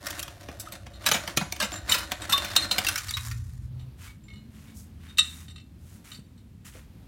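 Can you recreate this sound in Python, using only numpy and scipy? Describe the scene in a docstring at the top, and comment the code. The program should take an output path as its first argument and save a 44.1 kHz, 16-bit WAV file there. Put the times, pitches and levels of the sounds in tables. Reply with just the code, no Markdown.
"""A bicycle crankset (the pedal arms and their toothed chainring) is worked out of a plastic crate.
Parts scrape and knock, the hollow crate booms and the metal chainring clinks, echoing in a garage.
The crankset is then carried across the floor, jingling faintly and giving one sharp clank, while
feet thump and clothes rub with each stride. Outside, distant engines rise in pitch as they pull
away over a low traffic rumble."""
import sys
import numpy as np
from scipy import signal
from scipy.fft import rfft, irfft, next_fast_len
from scipy.io import wavfile
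from scipy.ndimage import uniform_filter1d

SR = 44100
rng = np.random.default_rng(int(sys.argv[2]) if len(sys.argv) > 2 else 0)


def log_audio(samples):
    """Write samples as a 16-bit WAV file to the path given in sys.argv[1]."""
    # one column per channel
    frames = np.atleast_2d(samples).T
    # limit to full scale, then quantise
    limited = np.clip(frames, -1, 1)
    pcm = np.round(limited * 32767).astype(np.int16)
    wavfile.write(sys.argv[1], SR, pcm)


N = 311787
T = np.arange(N) / SR
HIT_T = T[:16384]  # time within one hit, in seconds
LIFT_OUT_S = 3.005  # when the crankset leaves the crate
# the chainring's natural tones (modes): pitch_hz, level_db, t60_s (time to fade by 60 dB)
CHAINRING_MODES = [(1141, -34, 0.049), (1254, -14.5, 0.24), (1528, -21, .18), (1914, -12.5, 0.079),
                   (2125, -18.5, 0.11), (2767, -15, 0.17), (3020, -9, 0.23), (3658, -3, 0.48),
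                   (3790, -1.5, .26), (4134, -4.5, 0.71), (4565, -9, 0.14), (5500, -13.5, 0.22),
                   (6040, -13, 0.35), (7000, -24, 0.27), (7180, -16.5, 0.19), (7220, -8.5, 0.42),
                   (8090, -6, 0.29), (8990, -10, 0.79), (9290, -23.5, 0.39), (11600, -22, .25),
                   (11800, -19, 0.66), (13730, -26, 0.13)]


def undb(db):
    """Turn decibels into a gain."""
    return 10 ** (np.asarray(db) / 20)


def unit(x):
    """Scale to an average (rms) level of 1."""
    return x / np.sqrt(np.mean(x ** 2) + 1e-20)


def crest(x):
    """The level of the loudest three milliseconds."""
    return np.sqrt(uniform_filter1d(x ** 2, 132).max() + 1e-20)


def fade(t60):
    """A fade that falls 60 dB every t60 seconds."""
    return np.exp(-np.log(1000) * HIT_T / np.maximum(t60, 1e-3))


def curves(table):
    """Join a table's timed points into one curve per value column."""
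    times, *columns = np.transpose(table)
    return [np.interp(T, times, column) for column in columns]


def band(x, low_hz, high_hz, order=3):
    """Keep the sound between two frequencies."""
    sos = signal.butter(order, [low_hz, min(high_hz, SR / 2 - 1000)], "band", fs=SR, output="sos")
    return signal.sosfilt(sos, x + 1e-18)


def colour(x, points):
    """Shape a sound's bass and treble by (pitch_hz, level_db) points."""
    hz, db = np.transpose(points)
    size = next_fast_len(len(x))
    bin_hz = np.maximum(np.fft.rfftfreq(size, 1 / SR), 1)
    gain = undb(np.interp(np.log(bin_hz), np.log(hz), db))
    return irfft(rfft(x, size) * gain, size)[:len(x)]


def wander(rate_hz):
    """A slow random drift of about 1 either way."""
    hold = int(SR / rate_hz)
    steps = np.repeat(rng.standard_normal(N // hold + 1), hold)
    return unit(uniform_filter1d(steps, hold)[:N])


def add(out, start_s, sound):
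    """Mix a sound in at a given time."""
    i = max(int(start_s * SR), 0)
    out[i:i + len(sound)] += sound[:N - i]


def stroke(start_s, length_s, swell_s, release_t60):
    """The loudness of one rubbing movement: it swells, holds and dies away."""
    swell = np.clip((T - start_s) / swell_s, 0, 1)
    return swell * np.exp(-np.log(1000) * np.clip((T - start_s - length_s) / release_t60, 0, 2))


def friction(per_s, spread_db, t60):
    """Rubbing surfaces make tiny catches of uneven size, each a short burst of noise."""
    catches = (rng.random(N) < per_s / SR) * undb(spread_db * np.minimum(rng.exponential(size=N), 4))
    energy = signal.fftconvolve(catches ** 2, fade(t60) ** 2)[:N]
    return unit(rng.standard_normal(N) * np.sqrt(np.abs(energy)))


def scraping(sing_db=-5, crate_db=-27, crate_follow=0.47):
    """Parts grate, set the chainring singing and drum on the crate until the crankset is lifted."""
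    # shoves that drag the parts over each other: start_s, length_s, level_db
    shoves = [(0.032, 0.16, -43.5), (0.372, 0.037, -51), (.48, 0.039, -54.5), (0.647, 0.021, -44),
              (0.709, 0.052, -47), (0.998, .22, -46), (1.217, 0.096, -44), (1.376, 0.037, -43),
              (1.686, 0.087, -43), (1.859, 0.18, -41), (2.092, 0.049, -45.5), (2.204, 0.036, -36),
              (2.336, 0.22, -39), (2.494, .16, -38), (2.714, 0.23, -42), (2.97, 0.034, -62),
              (3.17, 0.11, -48)]
    # light rubbing between shoves: time_s, level_db
    rubbing = [(0, -54.5), (.9, -62.5), (1.6, -55.5), (3.1, -46.5), (3.4, -63), (3.7, -71)]
    # tone of the scrape: pitch_hz, level_db
    scrape_colour = [(700, 11.5), (1300, 4.5), (1800, 4.5), (2600, -3), (4200, -2), (8000, -9),
                     (11000, -10.5), (16000, -17.5)]
    # its treble compared with its middle range: time_s, level_db
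    treble = [(.3, -4), (1.1, -7), (2.7, -7), (3.0, -1.5), (3.25, 4), (3.4, 3)]
    # the hollow crate's tones: pitch_hz, width_hz, level_db
    crate_modes = [(196, 30, -3), (313, 66, -0.5), (573.3, 71, -1.5), (684, 59, -2)]
    rubbing_db, treble_db = curves(rubbing) + curves(treble)
    pushes = [undb(db) * stroke(start_s, length_s, swell_s=0.033, release_t60=0.11)
              for start_s, length_s, db in shoves]
    level_db = 20 * np.log10(np.hypot(np.max(pushes, axis=0), undb(rubbing_db)))
    grit = friction(per_s=1100, spread_db=4.5, t60=0.018)
    grate = colour(grit, scrape_colour)
    grate = unit(band(grate, 1200, 5500)) + undb(treble_db) * unit(band(grate, 5500, 17000))
    # scraping teeth feed all the modes about equally
    ring = sum(np.sin(2 * np.pi * hz * HIT_T) * fade(t60) for hz, _, t60 in CHAINRING_MODES)
    grate += undb(sing_db) * unit(signal.fftconvolve(grate, ring)[:N])
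    grate *= np.clip((rubbing[-1][0] - T) * 20, 0, 1)  # stops when the rubbing ends
    hollow = unit(sum(undb(db) * band(grit, hz - width / 2, hz + width / 2, order=2)
                      for hz, width, db in crate_modes))
    hollow *= np.clip((LIFT_OUT_S - T) * 10, 0, 1)
    return grate * undb(level_db) + hollow * undb(crate_follow * level_db + crate_db)


def street(gain_db=-1, overtone_db=-22, recede_db_per_s=2, air_db=-63.5):
    """Traffic rumbles and air hisses softly; engines rise in pitch and fade as they drive off."""
    # traffic rumble: time_s, low_band_db, upper_band_db
    rumble = [(0, -45.5, -64), (2.9, -43.5, -58), (3.45, -37, -52.5), (4.0, -45, -53.5), (4.5, -50, -50),
              (7.07, -49.5, -52)]
    # engines pulling away: start_s, end_s, start_pitch_hz, end_pitch_hz, level_db
    engines = [(3.112, 3.942, 112.6, 130.5, -39), (4.2, 4.848, 206, 227, -54),
               (4.695, 6.101, 77.9, 83.4, -47.5)]
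    # tone of the still air: pitch_hz, level_db
    air_colour = [(150, -11.5), (290, -2), (450, -9.5), (900, -14.5), (1300, -18), (4200, -21.5),
                  (7000, -30), (13300, -27.5), (16000, -33.5)]
    low_db, upper_db = curves(rumble)
    out = undb(low_db + gain_db) * unit(band(rng.standard_normal(N), 50, 108.3))
    out += undb(upper_db + gain_db) * unit(band(rng.standard_normal(N), 93, 240))
    for start_s, end_s, start_hz, end_hz, db in engines:
        hz = np.interp(T, [start_s, end_s], [start_hz, end_hz]) * (1 + .006 * wander(11))
        phase = 2 * np.pi * np.cumsum(hz) / SR
        hum = unit(np.sin(phase) + undb(overtone_db) * np.sin(2 * phase))
        throttle = np.clip(np.minimum(T - start_s, end_s - T) * 20, 0, 1)
        level_db = db + gain_db - recede_db_per_s * (T - start_s) + 3.4 * wander(11)
        out += throttle * undb(level_db) * hum
    air_gain = undb(air_db + 2.2 * wander(5.4))
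    air = band(colour(rng.standard_normal(N), air_colour), 60, 20000, order=2)
    return out + air_gain * unit(air)


def small_part(t60, count=90):
    """A piece of metal or plastic rings briefly with many tones, the high ones dying first."""
    hz = 150 + 15500 * rng.random((count, 1)) ** 1.5
    strength = rng.standard_normal((count, 1))
    mode_t60 = t60 * rng.uniform(0.61, 1.0, (count, 1)) * (3000 / hz) ** 0.39
    modes = strength * np.sin(2 * np.pi * hz * HIT_T) * fade(mode_t60)
    return unit(modes.sum(axis=0)[:2048])


def knocks(onset_db=-21, chatter_db=-6, ring_db=-2, gain_db=-1, lift_s=.18, lifted_boom_db=-26.5):
    """Each knock has a brief soft onset, a main hit and a quick chatter, ringing the struck part."""
    # parts knocking together: start_s, level_db, brightness_db_per_octave, chatter_s
    hits = [(0.067, -28.5, 1, 0.0045), (0.105, -34.5, 5, .003), (.193, -31.5, 3.5, 0.0053),
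            (0.228, -32.5, 5, 0.0032), (.279, -39, -2, 0.003), (0.486, -43, -5.5, 0.0069),
            (0.598, -39, 7.5, 0.012), (0.721, -37.5, 3.5, 0.008), (0.865, -45.5, -3.5, 0.0057),
            (1.063, -18, 1, 0.0087), (1.088, -21, -1, .003), (1.114, -17.5, -.5, 0.0084),
            (1.142, -25, -2.5, 0.02), (1.276, -28.5, -1.5, .002), (1.372, -17.5, 0, 0.0037),
            (1.409, -34, -5.5, 0.012), (1.523, -25.5, 1, 0.0028), (1.563, -39, 0, 0.0014),
            (1.601, -24, 0, 0.0093), (1.622, -25.5, -2, .018), (1.892, -27.5, -1, 0.043),
            (1.916, -23.5, 3, 0.018), (1.941, -23, 0, 0.014), (1.98, -32, 1, 0.017),
            (2.118, -24, -1, 0.0025), (2.293, -30, -2, 0.027), (2.323, -22, 1, 0.0066),
            (2.378, -26, 0.5, 0.0026), (2.445, -31.5, -0.5, 0.0068), (2.562, -18, 1.5, 0.0044),
            (2.711, -25, -0.5, 0.015), (2.782, -19.5, -0.5, 0.0065), (2.846, -27.5, 0, 0.0081),
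            (2.866, -28.5, 3.5, 0.0086), (2.884, -21.5, 1, .0065), (2.957, -24.5, 0, 0.0033),
            (2.978, -29, 1.5, .009), (3.084, -36.5, -1, 0.0047), (3.108, -30, 3.5, 0.0016),
            (3.169, -29, -1.5, 0.0062), (3.312, -37.5, -2, 0.0076), (5.183, -26, 2, 0.0044)]
    # tone shared by all knocks: low_hz, high_hz, level_db
    bands = [(124, 324, -17), (568, 1094, -9.5), (1284, 2875, -2), (2850, 6000, 0), (6000, 16000, -4.5)]
    out = np.zeros(N)
    lead = SR // 125  # samples of soft onset before the hit
    t = HIT_T[:4096] - lead / SR
    for start_s, db, tilt_db, chatter_s in hits:
        force = np.where(t < 0, undb(onset_db) * np.exp(t / 0.014), np.exp(-np.abs(t) / chatter_s))
        clicks = undb(chatter_db) * rng.standard_normal(len(t)) * (rng.random(len(t)) < .15) * force
        clicks[lead] = 1
        crack = unit((rng.standard_normal(len(HIT_T)) * fade(0.026))[:2048])
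        hit = signal.fftconvolve(clicks, crack + undb(ring_db) * small_part(t60=.032))
        # the two lowest bands are the crate's floor, which booms less as the crankset is lifted
        boom_db = lifted_boom_db * np.clip(1 + (start_s - LIFT_OUT_S) / lift_s, 0, 1)
        for k, (low_hz, high_hz, band_db) in enumerate(bands):
            part = band(hit, low_hz, high_hz)
            octaves = np.log2(np.sqrt(low_hz * high_hz) / 4100)
            level_db = db + gain_db + band_db + tilt_db * octaves + boom_db * (k < 2)
            add(out, start_s - lead / SR, undb(level_db) * part / crest(part))
    return out


def clinks(contact_t60=.05, sing_db=-16, tooth_t60=0.36, twin_db=-6, split_hz=35,
           bounce_s=0.01, bounce_db=-12, loose_below_db=-34, clatter_db=-4):
    """The struck chainring rings hard, then sings on; light touches leave it loose, so it jangles."""
    # blows on the chainring: start_s, level_db, tooth_pitch_hz, tooth_boost_db, ring_length_share
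    blows = [(.600, -43.5, 7900, -6, .38), (.672, -37, 1283, 10, 0.091), (.935, -51.5, 4180, 2, 0.67),
             (1.134, -24.5, 6780, 7, .45), (1.613, -24, 1594, -8, 0.81), (1.643, -33.5, 7230, 1, 0.59),
             (1.727, -35.5, 7230, 20, 0.9), (1.76, -36.5, 7260, 8, 0.66), (1.895, -22, 7260, 5, 0.61),
             (1.921, -12.5, 3014, -0.5, 0.17), (2.217, -36.5, 8000, -7, .4), (2.297, -29.5, 11750, -16, .8),
             (2.326, -17, 3596, 8, 1), (2.329, -31, 12841, 8, .6), (2.335, -23, 1121, 13, 0.4),
             (2.563, -11.5, 4155, 2.5, .29), (2.621, -26, 4170, 11, 0.78), (2.712, -19, 4143, 6, 0.3),
             (2.867, -21, 2720, 8, 0.15), (2.886, -32, 10200, 10, .7), (3.090, -31, 4630, 4, 0.55),
             (3.138, -25, 3840, 11, .05), (3.794, -55.5, 2973, -2, 0.26), (4.075, -50, 2256, 7, .2),
             (4.236, -58.5, 7280, 12, 0.48), (4.281, -49.5, 2180, 3.5, 1), (4.334, -52.5, 2940, 2, 0.63),
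             (4.68, -58, 2250, -2, .3), (5.085, -55, 3700, 11, .3), (5.172, -34, 3800, -12, .3),
             (5.184, -17, 2708, -0.5, .45), (5.1907, -11.5, 3700, -2.5, 0.21),
             (5.480, -46.5, 3675, 3, 0.96), (5.558, -44, 2700, -2.5, 0.16), (6.116, -39.5, 3000, -7, 0.23),
             (6.144, -45, 4560, 4, 0.34), (6.375, -61.5, 4130, 0.5, 0.35)]
    out = np.zeros(N)
    hz, mode_db, t60 = np.transpose(CHAINRING_MODES)[:, :, None]
    # every mode has a close twin, and together they waver
    hz = np.vstack([hz, hz + split_hz * rng.uniform(-1.1, 1, hz.shape)])
    mode_db, t60 = np.vstack([mode_db, mode_db + twin_db]), np.vstack([t60, t60])
    waves = np.exp(2j * np.pi * hz * HIT_T) * (1 - fade(0.0054))
    for start_s, db, tooth_hz, tooth_db, ring_share in blows:
        tilt_db = 6.5 * np.log2(tooth_hz / 4300)  # per octave: a higher contact tone is brighter
        loose = np.clip((loose_below_db - db) / 12, 0, 1)
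        # a light touch spreads evenly and spares the strongest modes
        touch_db = mode_db * (1.5 - loose / 2) - 4 * loose * (mode_db > -3)
        gain = undb(touch_db + tilt_db * np.log2(hz / tooth_hz))
        modes = gain * waves * (fade(contact_t60) + undb(sing_db) * fade(t60 * ring_share))
        # the tooth that was touched adds a tone of its own
        tooth = np.exp(2j * np.pi * tooth_hz * HIT_T) * (1 - fade(0.014))
        tooth *= fade(contact_t60) + undb(sing_db) * fade(tooth_t60 * ring_share)
        modes = np.vstack([modes, undb(tooth_db) * tooth])
        gaps_s = bounce_s * (1 + .5 * loose) * rng.uniform(0.29, 1.5, size=3)
        for bounce, delay_s in enumerate([0, *np.cumsum(gaps_s)]):
            phases = np.exp(2j * np.pi * rng.random(len(modes)))
            ring = np.imag(phases @ modes)
            clatter = band(rng.standard_normal(len(HIT_T)), 1300, 4400, order=2) * fade(0.037)
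            ring = ring / crest(ring) + loose * undb(clatter_db) * clatter / crest(clatter)
            ring *= 1 - fade(0.024 * loose)  # a light touch swells gently
            level_db = db + bounce * bounce_db * (1 - 0.75 * loose)
            add(out, start_s + delay_s, undb(level_db) * ring / crest(ring))
    return out


def thumps(band_ratio=1.41):
    """The crate and the feet make low booms that die quickly."""
    # dull thumps: start_s, level_db, pitch_hz, t60_s
    booms = [(1.371, -24.5, 176, 0.077), (4.349, -45.5, 136, 0.52), (6.187, -37.5, 161, 0.048),
             (6.748, -46, 420.5, 0.13)]
    out = np.zeros(N)
    for start_s, db, hz, t60 in booms:
        burst = rng.standard_normal(len(HIT_T)) * fade(t60)
        boom = band(burst, hz / band_ratio, hz * band_ratio, order=2)
        add(out, start_s, undb(db) * boom / crest(boom))
    return out


def clothes(rest_db=-76, gain_db=-1):
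    """Cloth rubs on cloth with each stride: a grainy rustle under a finer hiss."""
    # swishes of cloth: start_s, swell_s, length_s, level_db, treble_db
    swishes = [(3.967, 0.076, 0.1, -50, -2), (4.479, 0.08, 0.23, -61, -1.5),
               (4.728, 0.053, 0.073, -67.5, 16.5), (4.979, 0.075, 0.13, -55, -7),
               (5.212, 0.038, 0.21, -55.5, 3), (5.764, 0.15, 0.2, -65, 6), (6.038, .012, 0.1, -55, 0.5),
               (6.645, 0.0075, 0.035, -53, 2.5), (6.702, 0.039, 0.085, -55, -2)]
    # tone of the cloth: pitch_hz, level_db
    cloth_colour = [(600, -4), (1500, 1), (2200, -0.5), (3200, -2.5), (5000, -3.5), (9000, -6),
                    (13000, -9.5), (16000, -13.5)]
    rustle_gain = hiss_gain = undb(rest_db) * (T > swishes[0][0])
    for start_s, swell_s, length_s, db, treble_db in swishes:
        stride = undb(db) * stroke(start_s, length_s, swell_s, release_t60=0.29)
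        rustle_gain = np.maximum(rustle_gain, stride)
        hiss_gain = np.maximum(hiss_gain, undb(treble_db) * stride)
    coarse = colour(friction(per_s=1300, spread_db=1, t60=.008), cloth_colour)
    fine = colour(friction(per_s=4600, spread_db=1.5, t60=0.0055), cloth_colour)
    rustle = rustle_gain * unit(band(coarse, 960, 3900, order=2))
    hiss = hiss_gain * unit(band(fine, 5600, 16980))
    return (rustle + hiss) * undb(gain_db)


def garage(x, echo_db=-13, low_t60=0.28, high_t60=0.37, treble_db=-3):
    """A cluttered room scatters the sound into a short, smooth echo."""
    noise = rng.standard_normal(len(HIT_T))
    low = band(noise, 81, 3900) * fade(low_t60)
    high = undb(treble_db) * band(noise, 3500, 11000) * fade(high_t60)
    tail = (low + high) * (1 - fade(0.023))
    return x + undb(echo_db) * signal.fftconvolve(x, tail / np.linalg.norm(tail))[:N]


def scene():
    """The parts and thumps echo in the garage; clothes and street join them in one channel."""
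    handling = knocks() + clinks() + thumps() + scraping()
    return (garage(handling) + clothes() + street())[None]


def record(dry, top_hz=16100):
    """Cut off the very highest treble."""
    return signal.sosfilt(signal.ellip(10, .2, 70, top_hz, fs=SR, output="sos"), dry)


dry = scene()
out = record(dry)
log_audio(out)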